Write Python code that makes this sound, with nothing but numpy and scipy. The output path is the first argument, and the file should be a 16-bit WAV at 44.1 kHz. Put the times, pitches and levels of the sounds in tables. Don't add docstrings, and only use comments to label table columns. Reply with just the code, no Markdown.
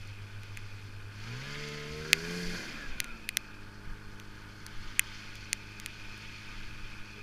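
import sys
import numpy as np
from scipy import signal
from scipy.fft import rfft, irfft
from scipy.io import wavfile
from scipy.ndimage import uniform_filter1d

SR = 44100
rng = np.random.default_rng(int(sys.argv[2]) if len(sys.argv) > 2 else 0)


def store_pcm(level_fs):
    pcm = np.round(np.clip(level_fs, -1, 1) * 32767).astype(np.int16)
    wavfile.write(sys.argv[1], SR, np.atleast_2d(pcm).T)


N = 318428
TIME = np.arange(N) / SR
FREQS = np.fft.rfftfreq(N, 1 / SR)


def undb(db):
    return 10 ** (np.asarray(db) / 20)


def unit(x):
    return x / np.sqrt(np.mean(x ** 2))


def curve(points):
    return np.interp(TIME, *np.transpose(points))


def swell(s, length):
    return np.exp(-((TIME - s) / length) ** 2 / 2)


def drift(rate):
    return unit(irfft(rfft(rng.standard_normal(N)) / (1 + (FREQS / rate) ** 4), N))


def noise(colour):
    hz, db = np.transpose(colour)
    eq = undb(np.interp(np.log(FREQS + 1), np.log(hz), db))
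    return unit(irfft(rfft(rng.standard_normal(N)) * eq, N))


def response(hz, modes):
    return sum(undb(db) / (1 + ((hz - centre) / width) ** 2 * 2) for centre, width, db in modes)


def ring(x, modes):
    return unit(irfft(rfft(x) * response(FREQS, modes), N))


# frequency in Hz, relative level in dB.
WIND_EQ = [(8, -1.5), (20, 4), (35, -11.5), (60, -17.5), (120, -25), (250, -46), (600, -69)]
# peak time in seconds, spread in seconds, level in dB.
GUSTS = [(1.253, .07, -47), (2.47, 0.035, -41), (2.95, 0.15, -39.5), (3.317, 0.023, -47),
         (3.651, 0.027, -43), (3.902, 0.024, -35.5), (4.08, 0.059, -43.5), (4.446, 0.045, -47),
         (4.809, 0.068, -38), (5.418, 0.043, -40), (6.753, 0.12, -38), (6.986, .025, -40)]
# peak time and spread in seconds, pitch in Hz, level in dB.
BUMPS = [(1.963, 0.04, 71.7, -45), (3.895, .025, 31.6, -38), (3.904, 0.042, 159.9, -54),
         (6.722, 0.037, 143, -56)]

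def wind(breeze_db=-48.5):
    breeze = undb(breeze_db - 0.5 * drift(4.1))
    gust_power = sum((undb(db) * swell(s, length)) ** 2 for s, length, db in GUSTS)
    out = noise(WIND_EQ) * np.sqrt(breeze ** 2 + gust_power)
    for s, length, hz, db in BUMPS:
        out += ring(rng.standard_normal(N), [(hz, hz / 4, 0)]) * undb(db) * swell(s, length)
    return out


def node_dip(x, hz, depth_db, width=0.66):
    w = 2 * np.tan(np.pi * hz / SR)
    b, a = signal.bilinear([1, width * w * undb(-depth_db / 2), w * w], [1, width * w, w * w])
    return signal.lfilter(b, a, signal.lfilter(b, a, x))


# pitch in Hz, seconds to fade 60 dB, relative level in dB.
HOUSING_MODES = [(2100, 0.027, -15), (2660, 0.0054, 1), (2537, 0.026, -14), (3440, 0.0039, 5),
                 (4150, 0.0016, 11.5), (6080, 0.0063, 1), (6840, 0.0016, 7.5), (9120, 0.0019, 6),
                 (11900, .0012, -54), (14200, 0.0017, -57)]
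# start in seconds, peak in dB, treble tilt in dB per octave,
# notch centre in Hz, notch depth in dB, rebound gain, rebound delay in seconds.
TICKS = [(.0745, -40, 7, 14000, 1, .3, .00042), (0.434, -35.5, -2, 8000, 4, .3, .00042),
         (0.5727, -26.5, -7, 4500, 29, 0.77, 0.00045), (1.688, -34, 2, 9000, 2, .3, 0.00048),
         (2.1312, 1.5, -6.5, 12400, 1.5, 0.43, 0.000413), (3.0027, -7.5, 7, 8000, 8.5, 0.32, 0.00043),
         (3.0437, -25.5, -1, 4260, 4, 0.56, 0.00047), (3.2906, -12.5, 1.3, 6460, 11, 0.59, 0.000422),
         (3.3709, -3.5, 9.5, 8100, 11, 0.23, .00054), (4.1994, -31.5, 2, 9000, 9, .44, 0.00033),
         (4.6654, -23.5, -9, 3318, 47, 0.78, 0.00021), (4.9944, -0.5, 6, 4740, 34, 0.61, 0.000407),
         (5.3554, -31.5, 7, 9500, 5, .3, 0.00041), (5.5305, -6.5, 12, 11690, 16, 0.66, 0.00043),
         (5.7998, -23.5, 17, 10070, 15, .43, 0.00043), (5.8613, -16.3, 2, 5970, 4.5, 0.32, 0.00041),
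         (6.1775, -40, 7, 4300, 2, .3, .00042)]

def ticks(tilt_from_hz=3700):
    out, t = np.zeros(N), TIME[:SR // 25]
    low_cut = signal.butter(5, 1550, "high", fs=SR, output="sos")
    for s, db, tilt, node_hz, node_db, rebound, delay_s in TICKS:
        tick = np.zeros(len(t))
        for hz, t60, mode_db in HOUSING_MODES:
            bright_db = tilt * max(np.log2(hz / tilt_from_hz), 0)
            tick += undb(mode_db + bright_db - 60 * t / t60) * np.sin(2 * np.pi * hz * t)
        tick = node_dip(tick, node_hz, node_db)
        dulled = uniform_filter1d(tick, size=3)
        tick += rebound * np.interp(t - delay_s, t, dulled, left=0)
        tick = signal.sosfilt(low_cut, tick)
        start = int(s * SR)
        out[start:start + len(t)] += undb(db) * tick / np.abs(tick).max()
    return out


# time in seconds, level offset in dB.
EXPOSURE = [(0, 1.5), (.3, -2.5), (.55, 0.6), (1.1, -3), (1.23, 4.5), (1.62, 5), (1.95, 1), (2.6, 3),
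            (3.2, -3), (3.75, -4), (4.6, -1), (4.85, 5), (5.12, 7), (5.65, 1.5), (6.35, 6), (7.22, 0.5)]

def exposure_db(share):
    return share * curve(EXPOSURE)


def effort(speed, full_surge_hz_per_s=100, full_run_down_hz_per_s=74, response_s=0.11):
    change = uniform_filter1d(np.gradient(speed) * SR, size=int(response_s * SR))
    return np.clip(change / full_surge_hz_per_s, 0, 1), np.clip(-change / full_run_down_hz_per_s, 0, 1)


def fader_db(law, speed, idle_hz=105.4, top_hz=179.5):
    idle_db, rise_db, steepness, surge_db, run_down_db, share = law
    rev = np.clip((speed - idle_hz) / (top_hz - idle_hz), 0, None)
    surge, run_down = effort(speed)
    effort_db = surge_db * surge + run_down_db * run_down
    return idle_db + rise_db * rev ** steepness + effort_db + exposure_db(share)


def clatter(firings, repeat, pulsing):
    points, harmonics = 2048, 130
    one_turn = unit(irfft(np.exp(2j * np.pi * rng.random(harmonics)), points))
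    turns = firings / 2 + 0.0036 * drift(39)
    recurring = np.interp(turns % 1 * points, np.arange(points), one_turn)
    pulse = np.exp(pulsing * np.cos(2 * np.pi * firings) + 0.14 * drift(42))
    return (repeat * recurring + rng.standard_normal(N)) * pulse


def cowling(x, modes, speed):
    idle, revved = (ring(x, np.array(modes)[:, [0, 1, column]]) for column in (2, 3))
    blend = np.interp(speed, [110, 168], [0, 1])
    return (1 - blend) * idle + blend * revved


# frequency in Hz, relative level in dB.
HISS_EQ = [(6000, -8.5), (7600, 2), (8300, 0), (9500, 1), (10300, -1), (11300, -1), (13000, -5.5),
           (15000, -11), (15600, -41)]
HISS_LAW = (-71.5, 13.5, 2, 1.5, -0.5, 0.3)

def hiss(firings, speed):
    flutter = 1 + 0.19 * np.cos(2 * np.pi * firings)
    return noise(HISS_EQ) * flutter * undb(fader_db(HISS_LAW, speed) + 0.5 * drift(40))


# centre and width in Hz, relative dB at idle and revved.
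BELT_MODES = [(4303, 203, 2, 2), (4660, 146, -1, 5), (4960, 150, -6.5, -6), (5183, 210, -4.5, -1.5),
              (5776, 350, -7.5, -6.5), (5890, 76, -15.5, -7), (6400, 340, -10.5, -6.5),
              (7070, 440, -13.5, -10.5)]
BELT_LAW = (-61.5, 14.5, 1.4, 1.5, 0.5, 0.87)

def belt(firings, speed):
    sizzle = cowling(clatter(firings, repeat=0.33, pulsing=0.092), BELT_MODES, speed)
    return sizzle * undb(fader_db(BELT_LAW, speed) + 0.5 * drift(8.6))


# centre and width in Hz, relative dB at idle and revved.
PANEL_MODES = [(2418, 60, -4, 5), (2557, 114, -6, -6)]
# time in seconds, level offset in dB.
PANEL_RIDE = [(0, 0.5), (2, -2), (3.48, 4), (3.7, -5), (4.25, -5), (4.85, -7), (5.15, 3.5), (7.22, 5.5)]
PANEL_LAW = (-59.5, 7, 0.5, 1.5, .5, 0.22)

def panel(firings, speed):
    ringing = cowling(clatter(firings, repeat=0.63, pulsing=0.29), PANEL_MODES, speed)
    return ringing * undb(fader_db(PANEL_LAW, speed) + curve(PANEL_RIDE) + 0.26 * drift(14))


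# centre and width in Hz, relative dB at idle and revved.
CYLINDER_MODES = [(1820, 220, -6.5, -9), (2088, 194, -1.5, 2), (2255, 112, 0.5, -13), (2670, 170, -9, -4.5),
                  (2860, 175, -5, -21), (3096, 92, -0.5, -5), (3265, 290, -12.5, -6.5),
                  (3393, 79, -1.5, -15), (3606, 62, -2.5, -6), (3856, 126, -6, -8)]
CYLINDER_LAW = (-58.5, 10, 0.5, -1, -1, 1)

def cylinders(firings, speed):
    rattle = cowling(clatter(firings, repeat=0.35, pulsing=0.022), CYLINDER_MODES, speed)
    return rattle * undb(fader_db(CYLINDER_LAW, speed) + 0.5 * drift(19))


# centre and width in Hz, relative dB at idle and revved.
CLUTCH_MODES = [(903, 64, -7, -17), (1076, 120, -7.5, -14), (1235, 30, 0, -19), (1482, 160, 2, -1.5),
                (1640, 270, -8, -18), (1647, 56, -8, 1), (1830, 44, -8, -27)]
# multiple of the firing rate, relative level in dB.
WHINE_PARTIALS = [(9, -3.5), (9.5, -4), (10, -4), (12, 6.5), (14, -24), (16, -6)]
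# centre and width in Hz, gain in dB.
WHINE_MODES = [(1414, 140, 3), (1697, 51, 7.7)]
# time in seconds, level offset in dB.
CLUTCH_RIDE = [(0, -2.5), (1.1, 0.5), (1.55, 1.5), (1.97, 0.5), (2.2, 6.5), (2.45, -1), (2.8, 2),
               (3.3, -3.5), (3.52, 3), (5.1, 1), (5.55, -1), (7.22, 0.3)]
CLUTCH_LAW = (-57, 6.5, 3.5, .8, 4.5, 0.43)

def clutch(firings, speed):
    level_db = fader_db(CLUTCH_LAW, speed) + curve(CLUTCH_RIDE)
    rattle = cowling(clatter(firings, repeat=0.49, pulsing=0.054), CLUTCH_MODES, speed)
    rattle *= undb(level_db + 0.98 * drift(4))
    whine = np.zeros(N)
    for order, db in WHINE_PARTIALS:
        gain = undb(db + 2.5 * np.tanh(drift(11))) * response(order * speed, WHINE_MODES)
        whine += gain * np.sin(2 * np.pi * order * firings + 1.25 * drift(38))
    surge, run_down = effort(speed)
    return rattle + whine * undb(level_db - 5 - run_down - 7 * surge)


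# frequency in Hz, relative level in dB.
ROAR_EQ = [(60, -10), (130, -2), (250, -1.5), (400, -8), (520, -9.5), (750, -14.5), (1100, -16),
           (2000, -30), (4000, -38.5)]
ROAR_LAW = (-59, 10, 2.1, 2.5, 4.5, 0.05)

def exhaust_roar(angle, speed):
    pulse = 1 + 0.046 * np.cos(angle)
    return noise(ROAR_EQ) * pulse * undb(fader_db(ROAR_LAW, speed) + 0.5 * drift(51))


# multiple of the firing rate, dB at idle, pulling and at top speed.
OVERTONES = [(.5, -63, -60, -57), (1.5, -69, -62, -59), (2, -63.5, -61, -54), (2.5, -113, -106, -89),
             (3, -63, -82, -64), (3.5, -73, -84, -69), (4, -76, -63, -80), (4.5, -118, -61, -101),
             (6, -81, -64, -72), (7, -91, -60.5, -109), (8.5, -74, -58.5, -84), (9, -83, -68, -59),
             (10, -94, -59, -58), (12, -88, -92, -86), (14.5, -82, -59, -64)]
# centre and width in Hz, weight of its boost in dB.
SILENCER_MODES = [(227.6, 22.5, 1)]

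def exhaust_overtones(angle, speed, opening):
    idle_trim_db = np.interp(TIME, [1.05, 1.2], [-8.5, 0]) + 0.59 + exposure_db(-0.15)
    top = np.interp(speed, [152, 172], [0, 1])
    closing = np.interp(TIME, [2.35, 2.55, 2.9, 3.3], [0, 0.082, 0.067, 0])
    sputter = (closing + 0.07 * effort(speed)[0]) * drift(35)
    out = np.zeros(N)
    for order, idle_db, pull_db, top_db in OVERTONES:
        loaded_db = pull_db + top * (top_db - pull_db)
        db = (1 - opening) * (idle_db + idle_trim_db) + opening * loaded_db
        gain = undb(db + 8 * response(order * speed, SILENCER_MODES) + 0.31 * drift(32))
        wobble = (0.25 + 0.075 * order) * drift(9)
        out += gain * np.sin(order * (angle + sputter) + wobble)
    return out


# opening from 0 to 1, hum in dB, pipe ring in dB.
EXHAUST_LOAD = [(0, -55.5, -72), (.28, -46.5, -73), (.9, -47.1, -42)]

def load_db(opening):
    openings, hum_db, pipe_db = np.transpose(EXHAUST_LOAD)
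    return np.interp(opening, openings, hum_db), np.interp(opening, openings, pipe_db)


# centre and width in Hz, relative level in dB.
PIPE_MODES = [(430, 57, 0)]
# peak time in seconds, spread in seconds, level in dB.
BARKS = [(1.35, 0.024, -51), (7.18, .025, -61)]

def pipe_ring(angle, speed, opening, run_down, lag_s=0.12):
    gains = {order: response(order * speed, PIPE_MODES) ** 2 for order in (2.5, 3, 3.5, 4, 4.5)}
    tone = sum(gain * np.sin(order * angle + 0.17 * drift(17)) for order, gain in gains.items())
    tone /= np.sqrt(sum(gain ** 2 for gain in gains.values()))
    _, pipe_db = load_db(np.interp(TIME - lag_s, TIME, opening))
    level = undb(pipe_db - 40 * run_down + exposure_db(-1.43))
    barks = sum(undb(db) * swell(s, length) for s, length, db in BARKS)
    return tone * (level + barks) * undb(2.2 * drift(6.2))


# firing rate and width in Hz, boost in dB.
BOOMS = [(122, 8.8, 6), (178.6, 11, 7.5)]

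def exhaust_hum(angle, speed, opening, run_down, throb_hz=8.6, throb_peak_s=0.024):
    hum_db, _ = load_db(opening)
    boom_db = sum(db * np.exp(-((speed - hz) / width) ** 2) for hz, width, db in BOOMS)
    level_db = hum_db + boom_db * (1 - run_down) - 14 * run_down
    depth_db = np.interp(TIME, [1.1, 1.4], [3.8, 0.2])
    throb_db = depth_db * np.cos(2 * np.pi * (throb_hz * (TIME - throb_peak_s) + 0.25 * drift(1)))
    return undb(level_db + throb_db + 0.18 * drift(24)) * np.sin(angle + 0.075 * drift(8.4))


# time in seconds, opening from 0 to 1.
THROTTLE = [(0, 0.27), (1.15, 0.26), (1.45, 0.87), (2.5, 0.97), (2.72, 0.52), (3.2, 0.05)]

def exhaust(firings, speed, hold_s=0.041):
    angle, opening = 2 * np.pi * firings, curve(THROTTLE)
    run_down = np.interp(TIME - hold_s, TIME, effort(speed)[1])
    tones = exhaust_hum(angle, speed, opening, run_down)
    tones += exhaust_overtones(angle, speed, opening)
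    tones += pipe_ring(angle, speed, opening, run_down)
    return np.sqrt(2) * tones + exhaust_roar(angle, speed)


# time in seconds, firing rate in Hz.
ENGINE_SPEED = [(0, 100.2), (1.12, 101.1), (1.22, 105.5), (1.35, 121.3), (1.47, 141.8), (1.59, 147.4),
                (1.89, 148.7), (2.13, 158.2), (2.35, 176.9), (2.56, 175.6), (2.93, 128.9), (3.2, 107.8),
                (3.5, 101.8), (4.77, 103.4), (5.55, 102.7), (6.2, 104.5), (6.7, 104.1), (7.22, 102.9)]

def snowmobile():
    speed = curve(ENGINE_SPEED)
    firings = np.cumsum(speed * (1 + 0.002925 * drift(10.53))) / SR
    return sum(part(firings, speed) for part in (exhaust, clutch, cylinders, panel, belt, hiss))


def scene():
    return np.tile(snowmobile() + wind() + ticks(), (2, 1))


def record(dry):
    high_cut = signal.ellip(8, 0.2, 80, 15150, fs=SR, output="sos")
    return np.clip(signal.sosfilt(high_cut, dry), -1, 1)


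dry = scene()
out = record(dry)
store_pcm(out)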